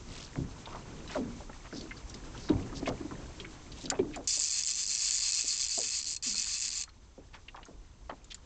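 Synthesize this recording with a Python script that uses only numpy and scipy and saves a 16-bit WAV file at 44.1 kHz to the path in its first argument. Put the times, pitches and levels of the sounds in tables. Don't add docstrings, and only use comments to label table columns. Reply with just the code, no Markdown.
import sys
import numpy as np
from scipy import signal
from scipy.fft import rfft, irfft, next_fast_len
from scipy.io import wavfile
from scipy.ndimage import uniform_filter1d, map_coordinates

SR = 44100
rng = np.random.default_rng(int(sys.argv[2]) if len(sys.argv) > 2 else 0)


def unload_audio(sound):
    columns = np.transpose(np.atleast_2d(sound))
    steps = np.round(np.clip(columns, -1, 1) * 32767)
    wavfile.write(sys.argv[1], SR, steps.astype(np.int16))


N = 372644
TOP_HZ = 9250


def amp(db):
    return 10 ** (np.asarray(db) / 20)


def unit(x):
    return x / np.sqrt(np.mean(x ** 2) + 1e-20)


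def colour(points, hz):
    f, db = np.transpose(points)
    return amp(np.interp(np.log(hz + 1), np.log(f + 1), db))


def curves(rows):
    s, *columns = np.transpose(rows)
    return [np.interp(np.arange(N) / SR, s, column) for column in columns]


def wobble(rate):
    return map_coordinates(rng.standard_normal(4096), [np.arange(N) * rate / SR], mode="wrap")


def filtered(x, response):
    m = next_fast_len(len(x) + 8192)
    return irfft(rfft(x, m) * response(np.fft.rfftfreq(m, 1 / SR)), m)[:len(x)]


def band(hz, lo, hi, order=16):
    return 1 / np.sqrt((1 + (lo / (hz + 1)) ** order) * (1 + (hz / hi) ** order))


def resonances(modes, f):
    return sum(amp(db) * 1j * f * w / (c * c - f * f + 1j * f * w) for c, w, db in modes)


def noise(spectrum):
    return unit(filtered(rng.standard_normal(N), lambda hz: colour(spectrum, hz)))


def fade(t, t60):
    return np.exp(-np.log(1000) * t / t60)


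def add(track, s, sound):
    room = track[max(round(s * SR), 0):][:len(sound)]
    room += sound[:len(room)]


def bubbles(times, pitch_hz, sizes, cycles, length, size=768):
    t = np.arange(size) / SR
    turns = pitch_hz[:, None] * t
    rings = sizes[:, None] * np.sin(2 * np.pi * turns) * fade(turns, cycles)
    rings *= (1 - np.exp(-2 * turns)) * (1 - t / t[-1])
    where = (times * SR).astype(int)[:, None] + np.arange(size)
    return np.bincount(where.ravel(), rings.ravel(), length)[:length]


def wind(gust_db, level_db=-1):
    # time in seconds, level before gusts and level_db in dB
    breeze = [(0, -49.5), (1.3, -49.5), (2.3, -47.5), (2.75, -43), (3.4, -52), (4.2, -47), (5.5, -45.5),
              (7.7, -45.5), (7.96, -37), (8.15, -45)]
    # frequency in Hz, relative level of the rumble in dB
    rumble = [(8, -11), (25, 4), (70, -0.5), (110, -12.5), (200, -26.5), (500, -55)]
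    breeze_db, = curves(breeze)
    return amp(breeze_db + level_db + gust_db * wobble(6.8)) * noise(rumble)


def lake(slapping, gurgle_db=0, ripple_db=-58, ripple_follows=0.48, fizz_db=-59.0, patter_db=-7, count=700):
    # time in seconds, level in dB of the water stirring under the boat
    stirring = [(0, -53), (1.1, -49), (1.5, -57), (2.3, -49), (2.95, -46), (3.6, -53), (4.6, -55.5),
                (6.7, -56), (8.45, -54)]
    # frequency in Hz, relative level in dB
    gurgle_colour = [(50, -15.5), (110, 5), (200, 0), (330, -1), (500, -8.5), (900, -23.5), (2000, -50.5)]
    ripple_colour = [(300, -30), (600, -2.5), (1000, 0.5), (1600, -6), (2400, -8.5), (4000, -16.5)]
    fizz_colour = [(1200, -23), (2300, 0), (3500, 2.5), (5500, 3), (7500, 3), (9000, -6.5)]
    stir_db, stir_s = -17, 0.076

    swell_db, = curves(stirring)
    keep = np.exp(-1 / (stir_s * SR))
    stirred = amp(stir_db) * np.sqrt(signal.lfilter([1 - keep], [1, -keep], slapping ** 2))
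    gurgle_level = np.hypot(amp(swell_db + gurgle_db), stirred)
    gurgle = gurgle_level * amp(2 * wobble(18)) * noise(gurgle_colour)

    patter_hz = 1700 * np.exp(0.615 * rng.standard_normal(count).clip(-2, 2))
    patter_sizes = amp(4 * rng.standard_normal(count))
    patter = bubbles(rng.random(count) * N / SR, patter_hz, patter_sizes, 36, N)
    ripple_level_db = ripple_db + ripple_follows * (swell_db - swell_db.mean()) + 1.2 * wobble(22)
    ripple = amp(ripple_level_db) * (noise(ripple_colour) + amp(patter_db) * unit(patter))

    fizz = amp(fizz_db + 1.7 * wobble(31)) * noise(fizz_colour)
    return gurgle + ripple + fizz


def slaps(spread=0.43, cycles=7, waver=0.068, least_fall=.8, level_db=0, count=500):
    # start in seconds, level in dB, first pitch in Hz, t60 in seconds, clean tone's share of the power
    wavelets = [(.354, -37, 883, 0.082, 0.089), (.365, -31.5, 149.6, 0.4, 0.24),
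                (.378, -40, 323, 0.21, 0.87), (1.153, -29, 695, 0.23, 0.6), (1.178, -34.5, 285, 0.55, .58),
                (1.401, -45, 683, 0.21, 0.18), (1.493, -40.5, 916, 0.065, 0.19),
                (1.724, -40, 380, 0.41, 0.19), (1.81, -43, 416, 0.29, 0.39), (2.139, -46, 261, 0.13, 0.2),
                (2.489, -37.5, 1620, 0.41, 0.1), (2.496, -20.5, 366, 0.12, 0.62),
                (2.515, -29, 115, 0.23, 0.24), (2.58, -40, 312, 0.053, 0.97), (2.721, -43, 323, .19, 0.61),
                (2.82, -34.5, 360, 0.093, 0.56), (2.873, -25, 707, 0.17, 0.18),
                (3.003, -33, 375, 0.073, 0.64), (3.045, -35, 345, 0.058, 0.87),
                (3.109, -46.5, 328, .12, .4), (3.399, -50.5, 464, 0.52, 0.97),
                (3.83, -42.5, 353, 0.69, 0.15), (3.916, -28.5, 990, 0.16, 0.16),
                (3.990, -20, 424.6, 0.14, 0.79), (4.04, -39, 411.3, 0.5, 0.55), (4.162, -35, 827, .24, .4),
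                (4.37, -41, 694, 0.18, 0.26), (5.436, -39, 600, 0.085, 0.11),
                (5.775, -26.5, 720, 0.19, 0.48), (6.258, -38, 259.8, .5, 0.68), (7.176, -37, 580, 0.15, .4),
                (7.338, -36, 2570, 0.18, .07), (7.565, -33, 1750, 0.19, 0.12),
                (7.678, -37.5, 540, 0.24, 0.066), (8.094, -26.5, 1360, 0.14, 0.13)]
    rise_cycles, glide_s = 3.8, .027
    wide_pocket_hz, widening = 169.8, .38

    out, t = np.zeros(N), np.arange(SR // 3) / SR
    unsteady = wobble(120)
    for s, db, first_hz, t60, share in wavelets:
        last_hz = first_hz * min((wide_pocket_hz / first_hz) ** widening, least_fall)
        pitch = last_hz + (first_hz - last_hz) * np.exp(-t / glide_s)
        drift = unsteady[round(s * SR / 2):][:len(t)]
        note = np.sin(2 * np.pi * np.cumsum(pitch * (1 + waver * drift)) / SR)

        born = rng.random(count) * t[-1]
        cloud_hz = np.interp(born, t, pitch) * np.exp(spread * rng.standard_normal(count))
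        cloud = bubbles(born, cloud_hz, rng.standard_normal(count), cycles, len(t))

        rise = rise_cycles / first_hz
        swell = np.minimum(t / rise, 1) * fade(np.maximum(t - rise, 0), t60)
        clean = np.clip(share, 0, 1)
        mixture = np.sqrt(clean) * unit(note) + np.sqrt(1 - clean) * unit(cloud)
        add(out, s, amp(db + level_db) * swell * mixture)
    return out


def hull(x, ring_db=-3, direct_db=-0.5):
    # frequency in Hz, width in Hz, relative level in dB of a mode of the hull
    hull_modes = [(270, 29, 7), (383, 55, -9), (580, 26, -11.5), (686, 7.3, -8), (880, 30, -16)]
    return filtered(x, lambda hz: amp(direct_db) + amp(ring_db) * resonances(hull_modes, hz))


def drops(level_db=-8, spread=0.24, cycles=17, plink_db=0, count=300):
    # start in seconds, level before level_db in dB, pitch in Hz of a droplet or small bubble
    droplets = [(.656, -36, 3610), (.672, -35.5, 940), (.725, -39, 1310), (.745, -31.5, 903),
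                (1.076, -37, 3930), (1.0954, -40, 1680), (1.1476, -32, 1400), (1.161, -35, 1310),
                (1.494, -40, 1330), (1.529, -43, 1860), (1.725, -37.5, 1490), (1.81, -34.5, 4420),
                (1.9092, -29.5, 2097), (1.9682, -38.5, 4650), (2.0962, -37.5, 5700), (2.141, -33, 5020),
                (2.3451, -37.5, 1330), (2.486, -35, 1340), (2.490, -33, 3800), (2.6237, -45, 2690),
                (2.7257, -36.5, 1270), (2.858, -29, 2510), (2.8731, -27.5, 2150), (3.109, -31.5, 1030),
                (3.399, -31, 3240), (3.4457, -32.5, 2210), (3.718, -35, 4660), (3.8555, -31.5, 3910),
                (3.9106, -26, 1535), (3.9487, -37, 2580), (3.99, -32, 2360), (4.143, -31.5, 2500),
                (6.342, -30, 1340), (6.466, -31.5, 1500), (6.876, -31.5, 1278), (6.89, -35, 4270),
                (7.4826, -28, 2770), (7.544, -25.5, 1060), (7.56, -35.5, 3280), (7.661, -36.5, 1380),
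                (7.629, -33, 2880), (7.652, -33, 6550), (8.096, -32.5, 3090), (8.3144, -26.5, 3180)]
    drop_t60_s, drop_hz, drop_law = 0.067, 2540, 0.26

    out, t = np.zeros(N), np.arange(SR // 10) / SR
    for s, db, hz in droplets:
        spray_hz = np.minimum(hz * np.exp(spread * rng.standard_normal(count)), TOP_HZ)
        spray = bubbles(rng.random(count) * t[-1], spray_hz, rng.standard_normal(count), cycles, len(t))
        plink = amp(plink_db) * np.sin(2 * np.pi * hz * t)
        t60 = drop_t60_s * (drop_hz / hz) ** drop_law
        envelope = fade(t, t60) * (1 - np.exp(-t / 0.00072))
        add(out, s, amp(db + level_db) * (unit(spray) + plink) * envelope)
    return out


def rustles(level_db=2, cycles=14, scatter_db=6, count=500):
    # start in seconds, length in seconds, level before level_db in dB, centre in Hz, spread in log pitch
    rubs = [(0.066, 0.24, -49.5, 4900, 0.6), (0.657, 0.16, -57.5, 2850, 0.6), (.66, .17, -52, 920, 0.15),
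            (1.074, .14, -51, 4370, 0.52), (1.086, .065, -47.5, 1380, .5), (1.637, .05, -52, 990, 0.55),
            (1.714, 0.11, -51.5, 4800, .12), (2.335, 0.098, -56, 3600, .55), (2.39, .12, -54, 4940, 0.15),
            (2.744, 0.064, -48, 4960, 0.18), (2.858, 0.046, -43.5, 3700, 0.5),
            (3.745, .13, -52, 4920, 0.44), (4.123, .05, -50, 2900, 0.31), (7.327, 0.049, -47.5, 3337, .42),
            (8.301, 0.032, -37.5, 3570, 0.3)]
    out, t = np.zeros(N), np.arange(SR // 2) / SR
    for s, length, db, hz, spread in rubs:
        pitch = np.minimum(hz * np.exp(spread * rng.standard_normal(count)), SR / 4)
        signs = rng.choice([-1, 1], count)
        sizes = amp(scatter_db * rng.standard_normal(count)) * signs * np.sqrt(pitch)
        slips = bubbles(rng.random(count) * length, pitch, sizes, cycles, len(t), size=256)
        swell = np.sin(np.pi * np.minimum(t / length, 1))
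        add(out, s, amp(db + level_db) * swell * slips / np.std(slips[t < length]))
    return out


def tackle(level_db=-7, crack_db=-3, crack_t60=0.055):
    # start in seconds, level before level_db in dB, extra level of the modes below 5500 Hz in dB
    clicks = [(3.8564, -49.5, 19.5), (3.901, -14.5, 1), (4.16, -30.5, -7), (4.2425, -47, -18),
              (8.2439, -33.5, -21), (8.3447, -22.5, -4)]
    # frequency in Hz, relative level in dB, t60 in seconds of a metal mode
    metal = [(3950, -25, 0.032), (4670, -3.5, 0.03), (5140, -1, 0.016), (6300, -5.5, 0.018),
             (7090, 1, 0.028), (7770, -10, 0.023)]
    out, t = np.zeros(N), np.arange(SR // 10) / SR
    for s, db, body_db in clicks:
        ring = np.zeros(len(t))
        for hz, mode_db, t60 in metal:
            strength = amp(mode_db + body_db * (hz < 5500) + rng.normal(0, 1.85))
            ring += strength * fade(t, t60) * np.sin(2 * np.pi * (hz * t + rng.random()))
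        crack = amp(crack_db) * fade(t, crack_t60) * rng.standard_normal(len(t))
        add(out, s, amp(db + level_db) * (ring + crack))
    return filtered(out, lambda hz: colour([(500, -28), (1500, -2), (4000, 2.0)], hz))


def hand(strokes, times):
    ease_s, ease_lag_s = 0.028, 0.0028
    s, _, _, db, ease_db = np.transpose(strokes)
    from_dead = (times[:, None] - s - ease_lag_s) / ease_s
    force_db = db[0] + (1 + np.tanh(from_dead[:, 1:])) / 2 @ np.diff(db)
    return force_db - np.exp(-from_dead ** 2) @ ease_db


def teeth(strokes, jitter):
    s, slack, peak, _, _ = np.transpose(strokes)
    t = np.arange(s[0], s[-1], 1 / SR)
    turn = np.interp(t, s, np.arange(len(s)))
    base = np.interp(t, s, slack)
    rate = base + (peak[turn.astype(int)] - base) * np.abs(np.sin(np.pi * turn)) ** 1.4
    passed = np.cumsum(rate) / SR
    count = np.arange(round(passed[-1]) + 1)
    passed = passed * count[-1] / passed[-1]
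    times = np.interp(count + jitter * rng.standard_normal(1024)[count], passed, t)
    return times, np.interp(times, t, rate), hand(strokes, times)


def reel(scatter_db=1, shift_db=2, snap_db=5, rattle_db=-21, rattle_t60=0.079, spool_db=-5, waver_db=3,
         level_db=4.0):
    # start in
    # seconds, teeth per second at the start, teeth per second mid-stroke, relative level in dB,
    # easing of the hand at the start in dB
    winding = [
        [(4.274, 212, 277, -19.5, 0.5), (4.375, 117, 161, -19.5, 3.5), (4.505, 104, 283, -20, 2.5),
         (4.635, 70, 160, -19, 5.5), (4.740, 103, 242, -20.5, 6), (4.858, 82, 149, -20.5, 3.5),
         (4.975, 98, 293, -19.5, 1.5), (5.110, 100, 180, -19, 0.5), (5.195, 103, 334, -18, 3),
         (5.318, 80, 174, -18, 3), (5.435, 107, 278, -20, 6), (5.570, 98, 138, -21, 3),
         (5.685, 97, 288, -20.5, 3), (5.808, 91, 166, -23, 1), (5.895, 121, 260, -22, 3),
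         (6.028, 50, 170, -24.5, 5), (6.164, 45, 40, -28, 3)],
        [(6.225, 205, 297, -22.5, 3.5), (6.340, 84, 190, -22, 4), (6.445, 104, 318, -23.5, 2.5),
         (6.595, 115, 173, -22.5, 3), (6.695, 70, 210, -26.5, 4), (6.836, 54.3, 60, -37, 0)],
    ]
    # frequency in Hz, relative level of the pawl's sound in dB
    pawl_colour = [(300, -58), (900, -25), (1500, -23.5), (2300, -12.5), (2950, -12.5), (3900, -12),
                   (4550, 0), (4950, 1), (5450, -5), (6000, -2), (6350, 0), (7400, 0), (8600, -1.5)]
    # frequency in Hz, width in Hz, relative level in dB of a mode of the spool
    spool_modes = [(1169, 21, -13.5), (1788, 36, -16.5), (2605, 59, -1.5), (3496, 57, -5.5), (4290, 40, 8),
                   (7270, 200, -2.5)]
    # lower edge in Hz, upper edge in Hz, t60 in seconds
    chatter_bands = [(0, 3900, .022), (3900, 5500, .017), (5500, 6800, .013), (6800, 10000, .012)]
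    bounce_s, bounce_db = .0012, -5
    ping_centre_hz, ping_spread, ping_cycles, ping_db = 6586, .15, 71, -17.5
    fuller_db_per_s, fuller_below_hz, mid_winding_s = 1.5, 4500, 5.4

    times, rate, force_db = np.hstack([teeth(strokes, jitter=.06) for strokes in winding])
    at = (times * SR).astype(int)

    def chance():
        return rng.standard_normal(1024)[:len(at)]

    again = at + (bounce_s * SR * np.exp(.4 * chance())).astype(int)
    sizes = amp(force_db + scatter_db * chance()) * np.sqrt(SR / rate)

    t, contact = np.arange(SR // 20) / SR, np.zeros(N)
    for lo, hi, t60 in chatter_bands:
        blows = np.zeros(N)
        blows[at] = sizes * amp(shift_db * (chance() + wobble(18)[at]) / 2)
        blows[again] += blows[at] * amp(bounce_db)
        shape = (fade(t, t60) + amp(rattle_db) * fade(t, rattle_t60)) * (1 - np.exp(-t / 0.0011))
        power = np.abs(signal.oaconvolve(blows ** 2, shape ** 2)[:N])
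        chatter = np.sqrt(power) * rng.standard_normal(N)
        snap = amp(snap_db) * np.roll(blows, SR // 2000)
        strike = (chatter + snap) / np.sqrt(np.sum(shape ** 2) + amp(snap_db) ** 2)
        contact += filtered(strike, lambda hz: band(hz, lo, hi))

    ping_scatter = (chance() + wobble(30)[at]) / np.sqrt(2)
    ping_hz = np.minimum(ping_centre_hz * np.exp(ping_spread * ping_scatter), TOP_HZ)
    contact += amp(ping_db) * bubbles(times, ping_hz, sizes * chance() / 2, ping_cycles, N)

    spool = np.zeros(N)
    for mode in spool_modes:
        struck = contact * amp(waver_db * wobble(14))
        spool += filtered(struck, lambda hz: resonances([mode], hz))

    buzz = filtered(contact, lambda hz: colour(pawl_colour, hz)) + amp(spool_db) * spool
    body = filtered(buzz, lambda hz: band(hz, 0, fuller_below_hz))
    fuller = amp(fuller_db_per_s * (np.arange(N) / SR - mid_winding_s))
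    return amp(level_db) * (buzz - body + body * fuller)


def gain_control(x):
    ceiling_db, recovery_db_per_s = -29.5, 0.82
    sense_s, sense_hz = 0.017, 2500
    treble = filtered(x, lambda hz: band(hz, sense_hz, SR / 2))
    level_db = 10 * np.log10(np.abs(uniform_filter1d(treble ** 2, int(sense_s * SR))) + 1e-20)
    recovered_db = recovery_db_per_s * np.arange(N) / SR
    excess_db = np.maximum(level_db - ceiling_db, 0)
    cut_db = np.maximum.accumulate(excess_db + recovered_db) - recovered_db
    return x * amp(-cut_db)


def scene():
    slapping = hull(slaps())
    water = slapping + drops() + lake(slapping)
    return (reel() + tackle() + rustles() + water + wind(gust_db=1.0))[None]


def record(dry):
    # frequency in Hz, gain of the treble roll-off in dB
    roll_off = [(7600, 0), (8300, -7), (8700, -17.5), (9000, -32), (9300, -61)]
    # frequency in Hz, width in Hz of a narrow dip in the treble
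    notches = [(7870, 68), (8140, 55)]

    def dips(f):
        return np.prod([(c * c - f * f) / (c * c - f * f + 1j * f * w) for c, w in notches], axis=0)

    whine = amp(-67) * np.sin(2 * np.pi * 6221 * np.arange(N) / SR)
    heard = filtered(dry[0] + whine, lambda hz: colour(roll_off, hz) * dips(hz))
    return filtered(gain_control(heard), lambda hz: hz < TOP_HZ)[None]


dry = scene()
out = record(dry)
unload_audio(out)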